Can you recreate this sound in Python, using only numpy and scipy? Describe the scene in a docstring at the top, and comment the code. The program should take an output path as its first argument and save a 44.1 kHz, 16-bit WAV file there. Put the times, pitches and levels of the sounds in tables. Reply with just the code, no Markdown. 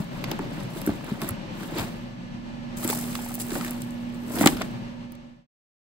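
"""Cardboard cake boxes on a stone worktop

Hands lift, slide and shut card boxes and a thin plastic tray close to a phone; at the end it fades to silence.
Sliding is grainy noise in clumps; knocks are short falling cycles in noise; thumps are slow swings of card
panels; snaps are bright bursts of a few ms. A short room answer follows the hits.
Behind lie the air noise of the room, a fridge hum that changes as the phone turns, and faint fan tones."""
import sys
import numpy as np
from scipy import signal
from scipy.fft import rfft, irfft, next_fast_len
from scipy.io import wavfile
from scipy.ndimage import uniform_filter1d, map_coordinates

SR = 44100
rng = np.random.default_rng(int(sys.argv[2]) if len(sys.argv) > 2 else 0)


def int16_out(signal):
    """Quantize to a 16-bit WAV file."""
    q = np.round(np.clip(np.atleast_2d(signal).T, -1, 1) * 32767)
    wavfile.write(sys.argv[1], SR, q.astype(np.int16))


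N = 257984
T = np.arange(N) / SR
TOP_HZ = 17022  # highest frequency kept


def amp(db):
    """Gain of a level in dB."""
    return 10 ** (np.asarray(db) / 20)


def unit(x):
    """x at rms 1."""
    return x / np.sqrt(np.mean(x ** 2) + 1e-20)


def along(points, hz):
    """Curve through (Hz, value) points, straight on a log frequency axis."""
    f, v = np.transpose(points)
    return np.interp(np.log(hz + 1), np.log(f + 1), v)


def wobble(rate):
    """A smooth random curve with rate knots a second."""
    knots = rng.standard_normal(int(N * rate / SR) + 4)
    return map_coordinates(knots, [T * rate])


def filtered(x, response):
    """x shaped by a real or complex response of frequency."""
    m = next_fast_len(N + SR // 2)
    hz = np.fft.rfftfreq(m, 1 / SR)
    return irfft(rfft(x, m) * response(hz), m)[..., :N]


def spread(pair, spectrum, alike, lead):
    """Two unrelated signals, coloured, mixed to a left-right likeness and shifted between the ports."""
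    def mix(hz):
        turn = np.arccos(np.clip(along(alike, hz), -1, 1)) / 2
        return amp(along(spectrum, hz)) * [np.cos(turn), np.sin(turn)]

    mid, side = filtered(pair, mix)
    stereo = np.array([mid + side, mid - side])
    return filtered(stereo, lambda hz: np.exp(.5j * np.outer([1, -1], along(lead, hz))))


def spread_near(pair, spectrum):
    """Places a sound made by hands near the phone between its two ports."""
    # likeness of the ports close up: (frequency [Hz], left-right likeness [0-1])
    near_alike = [(100, 0.69), (700, 0.61), (1500, 0.56), (6000, 0.32)]
    # phase by which the left port leads: (frequency [Hz], lead [rad])
    near_lead = [(100, -0.5), (1200, 0), (1700, -1.5), (3000, -2.5), (4600, 1.6), (5500, -3)]
    return spread(pair, spectrum, near_alike, near_lead)


def burst(centre_hz, width, swell_s, floor, count):
    """Noises of set energy around centre_hz (width as a share of it); swell_s scales their rise and fall."""
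    t = np.arange(2048) / SR
    f = np.fft.rfftfreq(len(t), 1 / SR)
    band = 1j * f * width * centre_hz
    resonance = floor + band / (centre_hz ** 2 - f * f + band)
    swell = 2.05 * (1 - np.exp(-t / swell_s / .45)) * np.exp(-t / swell_s / 1.9)
    puffs = irfft(rfft(rng.standard_normal((count, len(t)))) * resonance) * swell
    return puffs * np.linalg.norm(swell) / np.linalg.norm(puffs, axis=1, keepdims=True)


def scattered(gain, count):
    """Chance moments, denser where a layer is louder, its level there in dB and two normal draws for each."""
    share = np.cumsum(np.sqrt(gain))
    at = np.searchsorted(share, share[-1] * rng.random(count))
    return T[at], 20 * np.log10(gain[at]), *rng.standard_normal((count, 2)).T


def tone(hz, waver_hz):
    """A tone of about rms 1 whose pitch and strength drift."""
    strength = np.sqrt(2) * amp(0.5 * wobble(12))
    return strength * np.sin(2 * np.pi * np.cumsum(hz + waver_hz * wobble(13)) / SR)


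def room_air():
    """Steady noise of the room: coloured noise, broad between the ports, its level drifting slightly."""
    # colour of the room noise: (frequency [Hz], relative level [dB])
    air_colour = [(13, -43), (22, -14), (87, -21), (106, -11), (125, -7), (200, -5.5), (240, -7),
                  (262, -13), (310, -14), (365, -17), (442, -30), (560, -14), (680, -26), (850, -20.5),
                  (1300, -27.5), (2700, -29), (5000, -38), (8200, -48.5), (11400, -58), (15500, -68),
                  (16000, -110)]
    # likeness of the two ports: (frequency [Hz], left-right likeness [0-1])
    air_alike = [(60, 1), (180, 0.72), (550, 0.32), (1650, 0.4), (5000, 0.31)]
    # phase by which the left port leads: (frequency [Hz], lead [rad])
    air_lead = [(100, 0), (780, 1.94), (2580, 4.5), (7000, 21)]
    # balance of the ports: (frequency [Hz], left over right [dB])
    air_pan = [(60, 4.5), (130, 2), (290, 0.5), (640, 6.5), (1410, -0.5), (3100, -0.5), (6820, -4),
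               (15000, 4)]
    level_db = -38.2
    air = unit(spread(rng.standard_normal((2, N)), air_colour, air_alike, air_lead))
    air = filtered(air, lambda hz: amp(np.outer([.5, -.5], along(air_pan, hz))))
    return air * amp(level_db + 1.3 * wobble(5) + 0.8 * wobble(25))


def fridge_hum():
    """Upper hum tones, whose level and balance follow the turning phone, over a steady lowest tone."""
    # hum tones that turn: (frequency [Hz], level against the turn's level [dB], waver [Hz])
    hum_tones = [(240.2, 0.8, 0.8), (361, -24, 1.5)]
    # the hum as the phone turns: (time [s], level [dB], left over right [dB])
    phone_turn = [(0.0, -50, 2), (0.95, -52, 4), (1.22, -43.5, 4), (1.6, -53, -2), (1.92, -45.5, -4),
                  (2.59, -44.5, -16), (2.83, -39, -8), (3.02, -37, -4.5), (3.33, -38, -6), (3.7, -36, -5),
                  (4.26, -37, -5), (4.8, -39.5, -7)]
    s, hum_db, pan_db = np.transpose(phone_turn)
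    hum = sum(amp(db) * tone(hz, waver_hz) for hz, db, waver_hz in hum_tones)
    pan = np.outer([.5, -.5], np.interp(T, s, pan_db))
    lowest = amp(-51) * tone(120.1, waver_hz=0.4)  # alike in both ports
    return hum * amp(np.interp(T, s, hum_db) + pan) + lowest


def fan_tones():
    """A low drone and faint higher fan tones, each drifting, alike in both ports."""
    # faint fan tones: (frequency [Hz], level [dB], waver [Hz])
    fan_whine = [(556, -65, 10), (1730, -64, 3.8)]
    drone = amp(-53) * tone(32.5, waver_hz=2)
    return drone + sum(amp(db) * tone(hz, waver_hz) for hz, db, waver_hz in fan_whine)


def room():
    """Everything that sounds behind the hands."""
    return room_air() + fridge_hum() + fan_tones()


def walls(x):
    """The room's answer: a noise tail in which each frequency dies at its own speed."""
    # how fast the room dies: (frequency [Hz], time to die 60 dB [s])
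    wall_decay = [(150, 0.35), (1500, 0.16), (5000, .1), (10000, 0.054)]
    hz, t, z = signal.stft(rng.standard_normal((2, SR // 2)), SR, nperseg=256)
    dying = amp(-60 * t / along(wall_decay, hz)[:, None])
    tail = signal.istft(z * dying, SR, nperseg=256)[1]
    return signal.fftconvolve(x, tail / np.linalg.norm(tail[0]), axes=1)[:, :N]


def slides():
    """Gains of crackle, scrape and rumble over time: every slide swells to its level and dies away."""
    # slides of the hands: (strongest at [s], plastic's 20 dB rise [s], plastic's 20 dB fall [s],
    # plastic crackle [dB], card scrape [dB], box rumble [dB])
    hand_moves = [(0.01, .05, .075, -48.5, -42, -43), (0.155, .12, 0.16, -55, -46.5, -46),
                  (0.3, .2, 0.38, -56, -43.5, -40), (0.4, .1, .2, -63, -50, -40),
                  (0.54, .08, .3, -56, -46, -46), (0.616, .15, .1, -54, -47, -45),
                  (0.783, .16, .15, -47.5, -43, -41), (0.876, .07, .2, -48, -40, -37),
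                  (1.105, 0.16, .2, -52.5, -41.5, -39), (1.225, .05, 0.14, -48.5, -40.5, -45),
                  (1.285, .1, .05, -44, -39, -38.5), (1.619, .1, .25, -48.5, -42, -41),
                  (1.785, .07, .13, -38, -31, -33), (1.93, .1, .2, -60, -62, -49),
                  (1.45, .1, .2, -76, -57, -46), (2.771, .008, .6, -41, -54, -49),
                  (2.846, .05, .05, -33, -37, -40), (2.895, .05, .3, -31.5, -35.5, -37),
                  (3.163, .2, .7, -41.5, -45, -46), (3.4, .015, .06, -35, -44, -41),
                  (3.421, .04, .012, -36, -44, -41), (3.542, .16, 0.31, -39, -42, -38),
                  (3.667, .3, .15, -43, -40, -45), (3.816, .15, .08, -55, -52, -47),
                  (3.99, 0.08, .1, -68, -50, -47), (4.151, .12, .5, -60.5, -55, -50),
                  (4.35, .11, .3, -40, -44, -35), (4.418, .1, .07, -31, -33, -29),
                  (4.465, .06, .1, -33, -30, -27), (4.56, .2, .2, -49, -47, -45),
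                  (4.617, .1, .05, -52, -38, -36), (4.75, .2, .3, -71, -56, -49)]
    lingers = [[1], [1.1], [1.35]]  # card and box swell and die this many times more slowly than plastic
    step = 64  # samples between gain points
    t = np.arange(N // step + 2) * step / SR
    power = np.full((3, len(t)), 1e-12)
    for s, rise_s, fall_s, *db in hand_moves:
        away = np.maximum((t - s) / fall_s, (s - t) / rise_s) / lingers
        power += amp(np.c_[db] - 20 * away) ** 2
    return [np.interp(T, t, gain) for gain in np.sqrt(power)]


def grit(spectrum, rate, spike_db, clump_db, patchy_db):
    """Stick-slip grains (rate a second) in clumps over a little hiss; each moment favours other pitches."""
    grains = (rng.random(N) < rate / SR) * amp(spike_db * rng.standard_normal(N))
    clumps = amp(clump_db * (0.55 * wobble(60) + wobble(220)))
    rough = (grains + 0.44) * clumps * rng.standard_normal((2, N))
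    z = signal.stft(rough, nperseg=256)[2]
    # random patches, smooth over 5 frequency bins and 3 time frames
    patches = uniform_filter1d(rng.standard_normal(z.shape[1:]), size=5, axis=0)
    patches = uniform_filter1d(patches, size=3, axis=1)
    patchy = signal.istft(z * amp(patchy_db * unit(patches)), nperseg=256)[1][:, :N]
    return unit(spread_near(patchy, spectrum))


def rubbing(crackle, scrape, rumble):
    """Fingers and flaps slide: plastic crackles, card scrapes, the box rumbles."""
    # colours of thin plastic, card and box: each (frequency [Hz], relative level [dB])
    plastic_colour = [(3000, -31.5), (4500, -6.5), (6300, -4), (7300, -3), (9300, 0.5), (12000, -4),
                      (15700, -3.5), (16000, -52)]
    card_colour = [(350, -28), (600, 1.5), (1230, -2), (1730, -4), (2950, -8.5), (3340, -9.5), (4190, -10),
                   (6060, -21), (7000, -16.5), (9100, -49), (15400, -120)]
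    box_colour = [(29, -41.5), (50, -10), (130, -3), (320, 6.5), (454, -2), (528, -6), (788, -18),
                  (1000, -14), (1300, -39), (2200, -120)]
    plastic = grit(plastic_colour, 4400, spike_db=3.2, clump_db=2.0, patchy_db=1)
    card = grit(card_colour, 6000, spike_db=2.5, clump_db=1.2, patchy_db=3.0)
    box = grit(box_colour, 1500, spike_db=4.2, clump_db=2.0, patchy_db=1.5)
    return crackle * plastic + scrape * card + rumble * box


def knocks(scrape):
    """Each knock is a sharp edge, then a few falling cycles in a dry puff of noise; low ones last longer."""
    # knocks of box edges and tray rims: (time [s], level [dB], centre [Hz], sharp edge against level [dB])
    rim_hits = [(0.241, -28, 1050, 4), (0.285, -31.5, 950, -8), (0.315, -27, 900, 1),
                (0.3915, -24.5, 900, -9), (0.418, -35, 900, -16), (0.517, -38, 620, -10),
                (0.573, -38, 1550, -20), (0.608, -35, 800, -14), (0.818, -33, 500, -3),
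                (0.874, -25, 1380, -24), (0.892, -23, 660, -22), (1.038, -35, 560, -8),
                (1.095, -35, 1250, -20), (1.219, -25, 1150, -8), (1.222, -29, 1000, -8),
                (1.228, -32, 1100, -8), (1.242, -38, 644, -10), (1.293, -32, 1220, -14),
                (1.632, -34, 740, 2), (1.783, -31, 660, 0), (2.83, -32, 700, -8), (2.847, -25.5, 880, -8),
                (2.858, -32, 900, -10), (2.884, -30, 1170, -12), (2.899, -23, 1250, -3),
                (2.911, -33, 620, -6), (2.928, -21.5, 870, -10), (2.953, -35, 640, -8),
                (3.153, -29, 1150, -2), (3.175, -37, 800, -12), (3.189, -33, 850, -6),
                (3.262, -32, 900, -3), (3.294, -37, 1300, -4), (3.309, -33, 780, -14),
                (3.317, -34, 800, -16), (3.379, -37, 700, -14), (3.495, -36, 700, -14),
                (3.508, -36, 1500, -10), (3.518, -30, 640, -1), (3.553, -29, 1500, -8),
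                (3.557, -25, 760, -7), (3.563, -26, 560, -14), (3.575, -35, 750, -8),
                (3.61, -24.5, 1300, -5), (3.647, -25, 1800, -8), (3.664, -31.5, 1650, -6),
                (3.681, -35, 2500, -14), (3.732, -40, 850, -2), (4.305, -35, 620, -4),
                (4.358, -34, 1400, -6), (4.365, -28.5, 800, -4), (4.374, -27, 720, -6),
                (4.391, -30, 720, -5), (4.4105, -16.5, 703, -2), (4.421, -28, 850, -6), (4.43, -22, 900, 0),
                (4.432, -23, 2300, -10), (4.434, -22, 950, -10), (4.4385, -14, 800, -12),
                (4.447, -25, 1050, -14), (4.4612, -7, 780, -9), (4.474, -16, 1850, -4),
                (4.475, -17, 1150, -10), (4.478, -18.5, 950, 1), (4.486, -27, 900, 2),
                (4.569, -31, 1250, 0), (4.612, -20, 680, -3), (4.617, -24, 1280, 2), (4.622, -31, 1100, -5),
                (4.757, -39, 750, -8)]
    # modes of a knock: (multiple of its centre, level [dB])
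    knock_modes = [(1, 0), (1.5, -11), (1.9, -13), (2.4, -14)]
    puff_db = -7  # noise against the cycles
    sweep, sweep_s = .15, .0008  # starts this share above centre and falls: high bending waves arrive first
    # chance knocks: level over the scrape, its scatter, centre and its log scatter
    over_db, scatter_db, centre_hz, spread_hz = 0, 3, 900, .3
    small = [(s, db + over_db + scatter_db * a, centre_hz * np.exp(spread_hz * b), -6)
             for s, db, a, b in zip(*scattered(scrape, count=8))]
    out, t = np.zeros((2, N + SR)), np.arange(2048) / SR
    for s, db, hz, edge_db in rim_hits + small:
        swell_s = 0.0006 + 0.9 / hz
        puff = burst(hz, width=0.5, swell_s=swell_s, floor=.03, count=2)
        edge = burst(2000, width=1.2, swell_s=.0008, floor=.05, count=2) * [[1], [.6]]
        turns = hz * (t + sweep * sweep_s * (1 - np.exp(-t / sweep_s)))
        cycles = sum(amp(mode_db) * np.sin(2 * np.pi * k * turns) for k, mode_db in knock_modes)
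        cycles = cycles * np.sqrt(t / swell_s) * np.exp(.6 - t / swell_s / 1.35)
        # the cycles go into one of the two signals that are then mixed to both ports
        knock = amp(puff_db) * puff + amp(edge_db) * edge + cycles * [[1], [0]]
        start = round(s * SR)
        out[:, start:start + len(t)] += amp(db) * knock
    return spread_near(out[:, :N], [(250, -7), (550, -1), (2500, -0.5), (6000, -18)])  # (Hz, dB)


def thumps():
    """A card panel swings for a cycle or two at its own pitch and rings on faintly."""
    # thumps of card panels and deep pushes into the worktop: (time [s], level midway between the ports [dB],
    # pitch [Hz], first swing [1 out, -1 in])
    panel_hits = [(0.001, -17.5, 172, -1), (0.279, -31, 150, -1), (0.317, -25, 330, -1),
                  (0.395, -26, 380, -1), (0.406, -27, 260, 1), (0.461, -28, 260, 1), (0.52, -29, 280, 1),
                  (0.575, -29, 290, 1), (0.6155, -23.5, 160, 1), (0.644, -28, 150, 1),
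                  (0.762, -28, 340, -1), (0.818, -27, 220, -1), (0.8748, -12.5, 300, -1),
                  (0.8875, -17.5, 250, -1), (0.8915, -20.5, 310, -1), (0.892, -26, 105, 1),
                  (0.897, -20, 230, -1), (0.9, -38, 55, 1), (1.1186, -16.5, 210, -1), (1.223, -25, 330, -1),
                  (1.232, -25, 200, 1), (1.2425, -23, 290, 1), (1.3075, -25, 105, 1), (1.506, -29, 280, -1),
                  (1.755, -26, 330, -1), (1.764, -25, 350, -1), (1.777, -25, 357, -1), (1.79, -33, 60, 1),
                  (1.795, -27, 110, -1), (1.841, -30, 150, -1), (2.849, -18, 293, -1),
                  (2.858, -24, 300, -1), (2.899, -22, 420, -1), (3.5203, -19.5, 320, -1),
                  (3.557, -27, 300, -1), (3.574, -27, 280, -1), (4.4115, -10, 270, -1),
                  (4.421, -17, 230, -1), (4.431, -22, 280, -1), (4.4395, -13, 240, -1),
                  (4.452, -17, 260, -1), (4.4617, -3.5, 272, 1), (4.479, -20, 280, -1),
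                  (4.5, -25.5, 239.4, -1), (4.529, -27.5, 326, -1), (4.53, -35.5, 50, 1),
                  (4.612, -25, 380, -1)]
    peak_cycles = 0.72  # cycles until the swing is widest
    ring_db, ring_cycles = -17, 7  # after-ring: its level, and cycles to die 20 dB
    panel, t = np.zeros(N + SR), np.arange(SR // 5) / SR
    for s, db, hz, way in panel_hits:
        flex = np.sin(2 * np.pi * hz * t) + 0.2 * np.sin(2 * np.pi * 1.608 * hz * t)
        age = hz * t / peak_cycles
        swing = (age * np.exp(1 - age)) ** 1.7
        ring = amp(ring_db - 20 * hz * t / ring_cycles) * (1 - np.exp(-age))
        panel[round(s * SR):][:len(t)] += np.sign(way) * amp(db) * (swing + ring) * flex
    return panel[:N] * amp([[.6], [-.6]])  # dB: slightly louder on the left


def snaps(crackle):
    """Each snap is a burst of a few ms, bright on top around a varying centre, with a duller body."""
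    # snaps of plastic and glued flaps: (time [s], level [dB], body against level [dB], centre [Hz])
    flap_snaps = [(0.2405, -30.5, 8, 12000), (0.3142, -25, 3.5, 15550), (0.39, -36.5, -8, 7370),
                  (0.5106, -44, -7, 8580), (0.602, -46.5, 11, 8100), (0.8153, -27.5, -4.5, 12000),
                  (0.8639, -22.5, -31, 11800), (0.8714, -30.5, -17, 11800), (1.045, -36, -10, 10600),
                  (1.0929, -38, -6, 11200), (1.2166, -23.5, -2, 10900), (1.246, -31, -5, 8470),
                  (1.2892, -17.5, -22, 11300), (1.3067, -29, -15.5, 11400), (1.6317, -36, -8, 8130),
                  (1.784, -26, 0.5, 11600), (1.7955, -27, 1, 15070), (2.7717, -28.5, -8, 7100),
                  (2.8102, -31, -12, 15200), (2.85, -25, -12, 11500), (2.8935, -22, -12, 8300),
                  (2.922, -26, -10, 8000), (2.949, -27, -12, 12000), (3.127, -35, 0, 8220),
                  (3.2532, -32, -14, 12100), (3.2592, -32, -10, 12400), (3.2886, -30, -14, 11700),
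                  (3.318, -33, -12, 11500), (3.347, -23, -20, 14800), (3.4672, -33, -12, 11800),
                  (3.575, -33, -10, 8000), (3.7316, -37, -8, 12000), (3.8045, -40, -10, 15000),
                  (2.839, -26, -9.5, 8570), (2.845, -19.5, -10, 11660), (2.8768, -18.5, -11, 7600),
                  (2.8894, -20, -4, 8390), (2.9004, -16.5, -4.5, 15400), (2.974, -30.5, -9, 11000),
                  (2.987, -28.5, -12.5, 10970), (3.011, -29, -6, 11300), (3.0394, -31, 0, 11100),
                  (3.1525, -25, 3, 8070), (3.2467, -32, -12, 7570), (3.341, -27, -8, 11000),
                  (3.353, -21, -18, 14670), (3.3998, -25.5, -6, 8700), (3.4045, -24, -6, 7590),
                  (3.419, -27, -10.5, 8310), (3.5044, -32.5, 3, 7650), (3.543, -29, -4.5, 15000),
                  (3.517, -36, 3, 8000), (3.554, -38, 4, 8000), (3.61, -33, 3, 8310), (3.664, -38, 4, 8000),
                  (3.6461, -33, -1, 11300), (3.6794, -33, 3.5, 8100), (3.708, -22.5, -22, 11600),
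                  (3.819, -26, -8, 8800), (3.9074, -35.5, -17, 7390), (4.145, -42.5, -11, 8010),
                  (4.3853, -26, 1.5, 11190), (4.4079, -25.5, -5.5, 8490), (4.424, -24.5, -3.5, 8100),
                  (4.4594, -9, -2, 7340), (4.4718, -9.5, 4.5, 7400), (4.569, -32, 1.5, 12150),
                  (4.618, -28.5, 5.5, 7750), (5.121, -31, -12, 12000), (5.1518, -39, -1, 7760)]
    # colours of the bright top and the duller body: each (frequency [Hz], level [dB])
    top_colour = [(2900, -30), (5000, -16.5), (7070, -3), (9640, -2), (11500, -2), (13300, -3), (15800, -4),
                  (16900, -37)]
    body_colour = [(1000, -27), (2000, -3), (3300, -2.5), (5000, -4), (6500, -8), (9000, -26)]
    base_s, grows = 0.0006, 0.2  # swell of a -30 dB snap; dB of length gained per dB of level
    # chance snaps: level over the crackle, its scatter, body, centre and its log scatter
    over_db, scatter_db, small_body_db, centre_hz, spread_hz = 7, 2.5, -16, 10500, 0.4
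    small = [(s, db + over_db + scatter_db * a, small_body_db, min(centre_hz * np.exp(spread_hz * b), TOP_HZ))
             for s, db, a, b in zip(*scattered(crackle, count=70))]
    top, body = np.zeros((2, 2, N + SR))
    for s, db, body_db, hz in flap_snaps + small:
        at = slice(round(s * SR), round(s * SR) + 2048)
        swell_s = base_s * amp(grows * (db + 30))
        top[:, at] += amp(db) * burst(hz, width=0.16, swell_s=swell_s, floor=.5, count=2)
        body[:, at] += amp(db + body_db) * burst(3500, width=3.0, swell_s=0.0018, floor=1.0, count=2)
    return spread_near(top[:, :N], top_colour) + spread_near(body[:, :N], body_colour)


def scene():
    """Handling with a little room around its hits, over the room tone."""
    crackle, scrape, rumble = slides()
    hits = snaps(crackle) + thumps() + knocks(scrape)
    return room() + amp(-15.0) * walls(hits) + rubbing(crackle, scrape, rumble) + hits


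def record(dry):
    """Treble mostly from one port, left side late; loud peaks round off; band limit; a closing fade-out."""
    one_port_hz = 6960  # above this both channels carry mostly one port
    left_lag_s = 1 / 3870
    fade_start_s, fade_end_s = 4.86, 5.468

    def share(hz):
        return 1 / (1 + (one_port_hz / (hz + 1)) ** 30)

    def late(hz):
        return np.exp(-1j * np.pi * np.outer([1, -1], hz) * left_lag_s)

    both_ports = filtered(dry, lambda hz: (1 - share(hz)) * (hz > 18))
    one_port = dry[[0, 0]] + 0.067 * dry[1] * [[1], [-1]]
    wired = both_ports + filtered(one_port, lambda hz: share(hz) * late(hz))
    rounded = wired / (1 + np.abs(wired / .94) ** 8) ** (1 / 8)
    fade = np.clip((fade_end_s - T) / (fade_end_s - fade_start_s), 0, 1)
    return filtered(rounded, lambda hz: hz < TOP_HZ) * fade


dry = scene()
out = record(dry)
int16_out(out)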